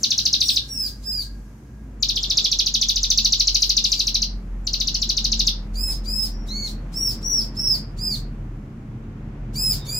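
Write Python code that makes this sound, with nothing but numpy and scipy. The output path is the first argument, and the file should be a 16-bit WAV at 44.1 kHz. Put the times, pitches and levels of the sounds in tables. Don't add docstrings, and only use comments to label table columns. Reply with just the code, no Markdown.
import sys
import numpy as np
from scipy import signal
from scipy.fft import rfft, irfft, next_fast_len
from scipy.io import wavfile
from scipy.ndimage import map_coordinates

SR = 44100
rng = np.random.default_rng(int(sys.argv[2]) if len(sys.argv) > 2 else 0)


def to_wav(s):
    ch = np.atleast_2d(s).T
    pcm = np.round(np.clip(ch, -1, 1) * 32767)
    wavfile.write(sys.argv[1], SR, pcm.astype(np.int16))


N = 440559
TIME = np.arange(N) / SR

# start in seconds, end in seconds, arch pitch at start, middle and end in Hz,
# base level in dB, left minus right in dB, husk in dB, sheen in dB.
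WHISTLE_NOTES = [ (0.415, 0.552, 5750, 5556, 4920, -25.5, 2, 0.5, 11),
                 (0.687, 0.883, 5700, 5317, 4660, -24, -1, -5, 7),
                 (1.038, 1.229, 5094, 4984, 4450, -25, 0, -7, 3),
                 (3.499, 3.681, 4600, 4800, 4345, -36.5, 0, -4, 10),
                 (3.837, 4.023, 4800, 4800, 4490, -33.5, 4, 4.5, 7),
                 (5.753, 5.933, 4640, 5150, 5043, -25.5, -4.5, 0, 10),
                 (6.054, 6.261, 4720, 5144, 5180, -23, 6, -4, 6),
                 (6.481, 6.685, 3860, 4466, 4143, -26.5, -1, 1, -3.5),
                 (6.938, 7.12, 5134, 5603, 4970, -23.5, 1, -5, 8),
                 (7.227, 7.422, 5580, 5737, 4945, -19.5, 2, -15.5, -1.5),
                 (7.565, 7.759, 5250, 5428, 4720, -19, -5, -14.5, 0),
                 (7.985, 8.161, 4650, 4997, 4060, -25, -3, -3, 6.5),
                 (9.553, 9.743, 4600, 5180, 4820, -22, -0.5, 2.5, 14.5),
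                 (9.864, 10.072, 4520, 4996, 5440, -27, 0, 7.5, 15)]


def gain_of(db):
    return 10 ** (np.asarray(db) / 20)


def unit_rms(x):
    return x / np.sqrt(np.mean(x ** 2) + 1e-20)


def at_hz(points, hz):
    f, value = np.transpose(points)
    return np.interp(np.log(hz + 1), np.log(f + 1), value)


def curve(rows, axis=1):
    rows = np.asarray(rows)
    return np.interp(TIME, rows[:, 0], rows[:, axis])


def add(mix, start_s, sound, pan_db):
    part = mix[:, max(round(start_s * SR), 0):][:, :len(sound)]
    part += gain_of([[pan_db / 2], [-pan_db / 2]]) * sound[:part.shape[1]]


def wander(size, rate_hz):
    hz = np.fft.rfftfreq(size, 1 / SR)
    lowpass = np.exp(-(hz / rate_hz) ** 2 / 2)
    return unit_rms(irfft(rfft(rng.standard_normal(size)) * lowpass, size))


def tone(hz):
    return np.sqrt(2) * np.sin(2 * np.pi * np.cumsum(hz) / SR)


def air(spectrum):
    # frequency in Hz, left-right correlation.
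    likeness = [(100, 1), (250, 0.99), (500, 0.86), (1000, 0.27), (2500, .1)]
    size = next_fast_len(N)
    hz = np.fft.rfftfreq(size, 1 / SR)
    left, other = rfft(rng.standard_normal((2, size)))
    same = np.clip(at_hz(likeness, hz), -1, 1)
    right = same * left + np.sqrt(1 - same ** 2) * other
    coloured = np.array([left, right]) * gain_of(at_hz(spectrum, hz))
    return unit_rms(irfft(coloured, size)[:, :N])


def engine():
    # time in seconds, firing rate in Hz.
    firing_rate = [(0, 56.7), (.5, 54.56), (1.03, 49.8), (1.45, 47.25), (1.7, 58), (2.11, 45), (4, 44.8),
                   (5, 43.78), (6.4, 41.38), (7.5, 42.4), (9, 38.9), (9.4, 42), (9.99, 39.86)]
    # time in seconds, level in dB.
    engine_level = [(0.0, -53), (0.22, -41), (1.42, -35), (1.55, -45.5), (2.23, -31), (2.36, -39.5),
                    (2.92, -31.5), (3.98, -33.5), (4.51, -28), (4.76, -31.5), (5.76, -24.5), (6.45, -30),
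                    (7.9, -34), (8.12, -28), (8.62, -36), (8.68, -44.5), (9.63, -30.5), (9.99, -36)]
    hz = curve(firing_rate) * (1 + 0.01 * wander(N, 4))
    overtones = np.zeros(N)
    for k, db in enumerate([-22.5, -31.5, -21.5, -19.0], start=2):
        overtones += gain_of(db) * tone(k * hz) * (1 + .5 * wander(N, 5.6))
    fundamental = tone(hz) * (1 + .22 * wander(N, 9))
    return gain_of(curve(engine_level)) * (fundamental + overtones)


def traffic():
    # time in seconds, rumble level in dB, wash level in dB.
    street_level = [(0.0, -42, -56), (0.3, -42.5, -55.5), (1.78, -44, -57), (2.36, -41, -49),
                    (2.5, -45, -51), (2.75, -46, -54), (4.67, -42, -51.5), (7.37, -36, -47.5),
                    (8.76, -38, -52), (9.6, -36, -48.5), (9.71, -35, -46.5), (9.99, -42, -47)]
    # time in seconds, level in dB.
    vehicle_level = [(0, -52.5), (6, -52), (7.4, -42.5), (7.9, -37.5), (8.7, -40), (9.4, -35.5),
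                     (9.99, -35.5)]
    hiss_level = [(0, -47), (2, -68), (4.4, -66.5), (7, -67), (8.4, -69.5), (9.9, -75)]
    # frequency in Hz, relative density in dB per Hz.
    rumble_spectrum = [(25, -17), (55, -7), (75, -3), (95, -0.5), (135, -1.5), (185, -9.5), (218, 1),
                       (250, -10), (290, -8), (420, -21), (700, -33), (3000, -92)]
    vehicle_spectrum = [(60, -34.5), (90, -4.5), (122, 2.5), (145, 3), (180, -14.5), (260, -31),
                        (2000, -100)]
    wash_spectrum = [(150, -28), (350, 0.5), (600, -4.5), (1000, -6.5), (1600, -10.5), (2500, -16),
                     (4000, -27), (7000, -33), (16000, -62.5)]
    hiss_spectrum = [(1500, -9), (3000, -11), (6300, -1.5), (9000, -10.5), (12000, -7.5), (16000, -21.5)]
    rumble = gain_of(curve(street_level)) * air(rumble_spectrum)
    vehicle = gain_of(curve(vehicle_level)) * air(vehicle_spectrum)
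    wash = gain_of(curve(street_level, axis=2)) * air(wash_spectrum)
    hiss = gain_of(curve(hiss_level)) * air(hiss_spectrum)
    return rumble + vehicle + wash + hiss


def whine():
    # time in seconds, level in dB.
    whine_level = [(0, -63), (.6, -65.5), (1.2, -61.5), (1.5, -70), (1.9, -68), (2.6, -95)]
    return gain_of(curve(whine_level)) * tone(np.full(N, 1635)) * wander(N, 35)


def tail():
    # frequency in Hz, 60 dB decay time in seconds.
    decay_t60 = [(2000, 0.24), (5000, 0.26), (9000, 0.1), (15000, 0.14)]
    # frequency in Hz, tail lift in dB.
    treble_lift = [(3500, -1), (6000, 0.5), (8500, 8), (14000, 9.5)]
    scatter_db, scatter_decay_s = -5.5, .014
    ring_db, ring_onset_s = -6, .0058
    near, far = rng.choice([-1., 1.], (2, 2, SR)) * (rng.random((2, 2, SR)) < .1)
    age_s = np.arange(SR) / SR

    hz, t, bands = signal.stft(far, SR, nperseg=256)
    decay = 1000 ** (-t / at_hz(decay_t60, hz)[:, None])
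    ring = signal.istft(bands * decay, SR, nperseg=256)[1][:, :SR]
    ring = ring * (1 - np.exp(-age_s / ring_onset_s))
    ring_gain = gain_of(ring_db + at_hz(treble_lift, np.fft.rfftfreq(SR, 1 / SR)))
    ring = irfft(rfft(ring / np.linalg.norm(ring[0])) * ring_gain, SR)

    scatter = near * np.exp(-age_s / scatter_decay_s) * (age_s > .001)
    return gain_of(scatter_db) * scatter / np.linalg.norm(scatter[0]) + ring


def yard(bird):
    # mean delay in ms, level in dB.
    reflections = [(.45, -13), (1.3, -17), (20.2, -12), (25.2, -20)]
    skew_ms = 0.077
    mono, wet = bird.mean(0), np.zeros((2, N))
    for ms, db in reflections:
        for channel, direct in zip(wet, bird):
            drift = np.interp(TIME, np.linspace(0, TIME[-1], 14), rng.standard_normal(14))
            delay_s = (ms + skew_ms * drift) / 1000
            channel += gain_of(db) * map_coordinates(direct, [(TIME - delay_s) * SR], order=3)
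    for k in range(3):
        share = np.sqrt(2 / 3) * np.cos(2 * np.pi * (.6 * TIME + k / 3))
        wet += signal.fftconvolve((mono * share)[None], tail(), axes=1)[:, :N]
    return wet


def hops():
    # landing in seconds, level in dB.
    landings = [(2.36, -58), (3.27, -51), (5.885, -42), (7.745, -45)]
    # frequency in Hz, relative density in dB per Hz.
    knock_spectrum = [(250, -22), (550, -1), (900, -4), (1400, -12.5), (2200, -12), (5000, -35)]
    decay_s = .03
    loud = sum(gain_of(db) * (TIME > s) * np.exp(-abs(TIME - s) / decay_s) for s, db in landings)
    return loud * air(knock_spectrum)


def peeps(mix):
    # start in seconds, length in seconds, first Hz, last Hz, level in dB.
    far_notes = [(6.291, 0.19, 5840, 5420, -57), (9.772, 0.16, 3850, 3470, -49.5)]
    for start_s, length_s, first_hz, last_hz, level_db in far_notes:
        size = round(length_s * SR)
        hz = np.geomspace(first_hz, last_hz, size) + 90 * wander(size, 300)
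        add(mix, start_s, gain_of(level_db) * tone(hz) * signal.windows.tukey(size, .5), 0)


def rasps():
    # frequency in Hz, relative density in dB per Hz.
    rasp_spectrum = [(1500, -26), (2600, -11.5), (4000, 2), (7000, -1), (9000, -6.5), (12000, -10.5),
                     (15000, -13), (16000, -15.5)]
    open_db, open_width_s = -22, .015
    close_db, close_width_s = -16, .039
    loud = np.zeros((2, N))
    t = np.arange(-.1, .1, 1 / SR)
    for start_s, end_s, *_, level_db, _, husk_db, _ in WHISTLE_NOTES:
        strength = gain_of(level_db + husk_db / 2)
        opening = gain_of(open_db) * np.exp(-(t / open_width_s) ** 2)
        closing = gain_of(close_db) * np.exp(-(t / close_width_s) ** 2)
        add(loud, start_s + t[0], strength * opening, 0)
        add(loud, end_s + t[0], strength * closing, 0)
    return loud * air(rasp_spectrum)


def whistle(length_s, pitches_hz, level_db, husk_db, sheen_db):
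    # offset above the note in Hz, relative level in dB.
    whistle_lines = [(5510, -28.5), (9660, -28)]
    swell_steps = [-20, -7, -5.5, -2, -3.5, -2, -8]
    scoop_hz, scoop_s = 170, .014
    flick_hz, flick_s, flick_db = 1100, .0048, -9
    flare_db, flare_s = 12, .012
    t = np.arange(0, length_s, 1 / SR)
    along, size = t / length_s, len(t)
    flick = np.exp((t - length_s) / flick_s)

    count = len(pitches_hz)
    arch_hz = np.polyval(np.polyfit(np.linspace(0, 1, count), pitches_hz, count - 1), along)
    hz = arch_hz - scoop_hz * np.exp(-t / scoop_s) - flick_hz * flick + 32 * wander(size, 220)
    swell_db = np.interp(along, np.linspace(0, 1, len(swell_steps)), swell_steps)
    loud = gain_of(level_db + swell_db + flick_db * flick + 1.6 * wander(size, 50))

    half_pitch = gain_of(-31) * tone(hz / 2) * (1 + 0.33 * wander(size, 70))
    half_sheen = gain_of(-42) * tone(hz / 2 + whistle_lines[-1][0])
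    rough_line = gain_of(-17.5) * tone(hz + hz / 2) * wander(size, 420)
    husk = half_pitch + half_sheen + rough_line

    sheen = np.zeros(size)
    for above_hz, db in whistle_lines:
        sheen += gain_of(db) * tone(hz + above_hz) * (1 + .5 * wander(size, 220))
    flare = flare_db * np.exp((t - length_s) / flare_s)

    steady = np.sqrt(loud * gain_of(level_db))
    bright = loud * (tone(hz) + gain_of(sheen_db + flare) * sheen)
    return (bright + steady * gain_of(husk_db) * husk) * signal.windows.tukey(size, .04)


def whistles(mix):
    for start_s, end_s, *pitches_hz, level_db, pan_db, husk_db, sheen_db in WHISTLE_NOTES:
        add(mix, start_s, whistle(end_s - start_s, pitches_hz, level_db, husk_db, sheen_db), pan_db)


def lead_in(level_db, length_s):
    size = round(length_s * SR)
    loud = gain_of(level_db - 34 + 5 * rng.standard_normal())
    hz = 7120 + 169.4 * wander(size, 400)
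    return loud * tone(hz) * signal.windows.tukey(size, .5)


def chip(octave_s, level_db, accent_db, stop_hz):
    # pitch in Hz, relative level in dB.
    fall_shape = [(2000, -22), (2500, -8.5), (3100, 0.5), (3950, 1), (4800, 0), (5900, -1), (6400, -4.5),
                  (6700, -30.5)]
    # offset above the note in Hz, relative level in dB.
    chip_lines = [(5510, -37), (9660, -36.5)]
    top_hz, rest_hz, ceiling_hz = 6500, 1200, 6700
    foot_db, fizz_db, snap_db, snap_hz = -16.5, -33, -20, 2900
    lead_s = octave_s / 8
    t = np.arange(-lead_s, 1.4 * octave_s, 1 / SR)
    size = len(t)

    span_hz = top_hz - rest_hz
    ratio = (top_hz / 2 - rest_hz) / span_hz
    hz = np.minimum(rest_hz + span_hz * ratio ** (t / octave_s), ceiling_hz)

    tilt_db = accent_db * np.interp(hz, [4200, 5800], [-.4, .6])
    break_db = foot_db * np.interp(hz - stop_hz, [-550, -80, 200], [1, .6, 0])
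    loud = gain_of(level_db + at_hz(fall_shape, hz) + tilt_db + break_db + wander(size, 250))

    sheen = np.zeros(size)
    for above_hz, db in chip_lines:
        line_gain = gain_of(db + 2 * rng.standard_normal())
        sheen += line_gain * tone(hz + above_hz) * (1 + .8 * wander(size, 400))
    fizz_gain = gain_of(fizz_db + 2 * rng.standard_normal())
    fizz = fizz_gain * wander(size, 3600) * tone(np.full(size, 12000))
    near_break = np.exp(-((hz - stop_hz) / 600) ** 2)
    snap = gain_of(level_db + snap_db) * near_break * wander(size, 470) * tone(np.full(size, snap_hz))
    return lead_s, (loud * (tone(hz) + sheen + fizz) + snap) * signal.windows.tukey(size, .12)


def runs():
    # first chip in seconds, number of chips, first gap in seconds, growth of each further gap in seconds.
    stretches = [(.0323, 8, .0729, .0008), (2.0863, 9, .0706, .00034), (2.7401, 8, .0729, -.0002),
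                 (3.322, 8, .0748, -.00025), (3.9176, 5, .0757, -.0003), (4.7316, 6, .0694, .00126),
                 (5.1683, 5, .0748, .0001)]
    openers = [2.0254, 4.669]
    # time in seconds, level in dB, accent of the high start over the low end in dB,
    # break pitch in Hz, left minus right in dB.
    delivery = [(.03, -15.5, 2, 3600, 2.5), (.56, -16.5, -4.5, 3450, 1), (2.03, -16.5, -3, 3600, 7),
                (2.16, -22, -3, 3100, 0), (2.23, -22, -2, 3200, 3), (2.34, -15, -1, 3445, 0.5),
                (2.58, -15.5, 1.5, 3450, -1), (2.72, -17.5, 0.5, 3330, 1.5), (3.101, -16.5, 6, 3350, .5),
                (3.17, -14, 1, 3550, -0.5), (3.55, -14, -0.5, 3750, 3.5), (3.86, -15, .5, 3780, 3.5),
                (4, -16.5, -2, 3700, 1.5), (4.22, -17.5, 0.5, 3740, 3), (4.701, -20.5, -2, 3790, 4),
                (5.15, -18.5, 0.5, 3580, 4), (5.47, -16, .5, 3400, 2.5)]
    chip_octave_s, opener_octave_s, lead_in_s = .0195, .012, .028
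    level_spread_db, break_spread_hz = .5, 120

    beats = [(s, opener_octave_s) for s in openers]
    for first_s, count, gap_s, growth_s in stretches:
        for k in range(count):
            beats.append((first_s + k * gap_s + k * (k - 1) / 2 * growth_s, chip_octave_s))

    mix = np.zeros((2, N))
    times, *controls = np.transpose(delivery)
    for s, octave_s in beats:
        level_db, accent_db, stop_hz, pan_db = (np.interp(s, times, column) for column in controls)
        level_luck, break_luck = rng.standard_normal(2)
        chip_db = level_db + level_spread_db * level_luck
        lead_s, sound = chip(octave_s, chip_db, accent_db, stop_hz + break_spread_hz * break_luck)
        add(mix, s - lead_s, sound, pan_db)
        add(mix, s + lead_s - lead_in_s, lead_in(level_db, lead_in_s), pan_db)
    return mix


def song():
    mix = rasps() + runs()
    whistles(mix)
    peeps(mix)
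    return mix


def scene():
    bird = song() + hops()
    return engine() + traffic() + whine() + bird + yard(bird)


def record(dry):
    knee, room, edge_hz = .5, .25, 16050
    size = abs(dry)
    excess = np.maximum(size - knee, 0)
    limited = np.sign(dry) * (np.minimum(size, knee) + room * np.tanh(excess / room))
    lowpass = signal.firwin(511, edge_hz, window=("kaiser", 9), fs=SR)
    return signal.oaconvolve(limited, lowpass[None], "same", axes=1)


dry = scene()
out = record(dry)
to_wav(out)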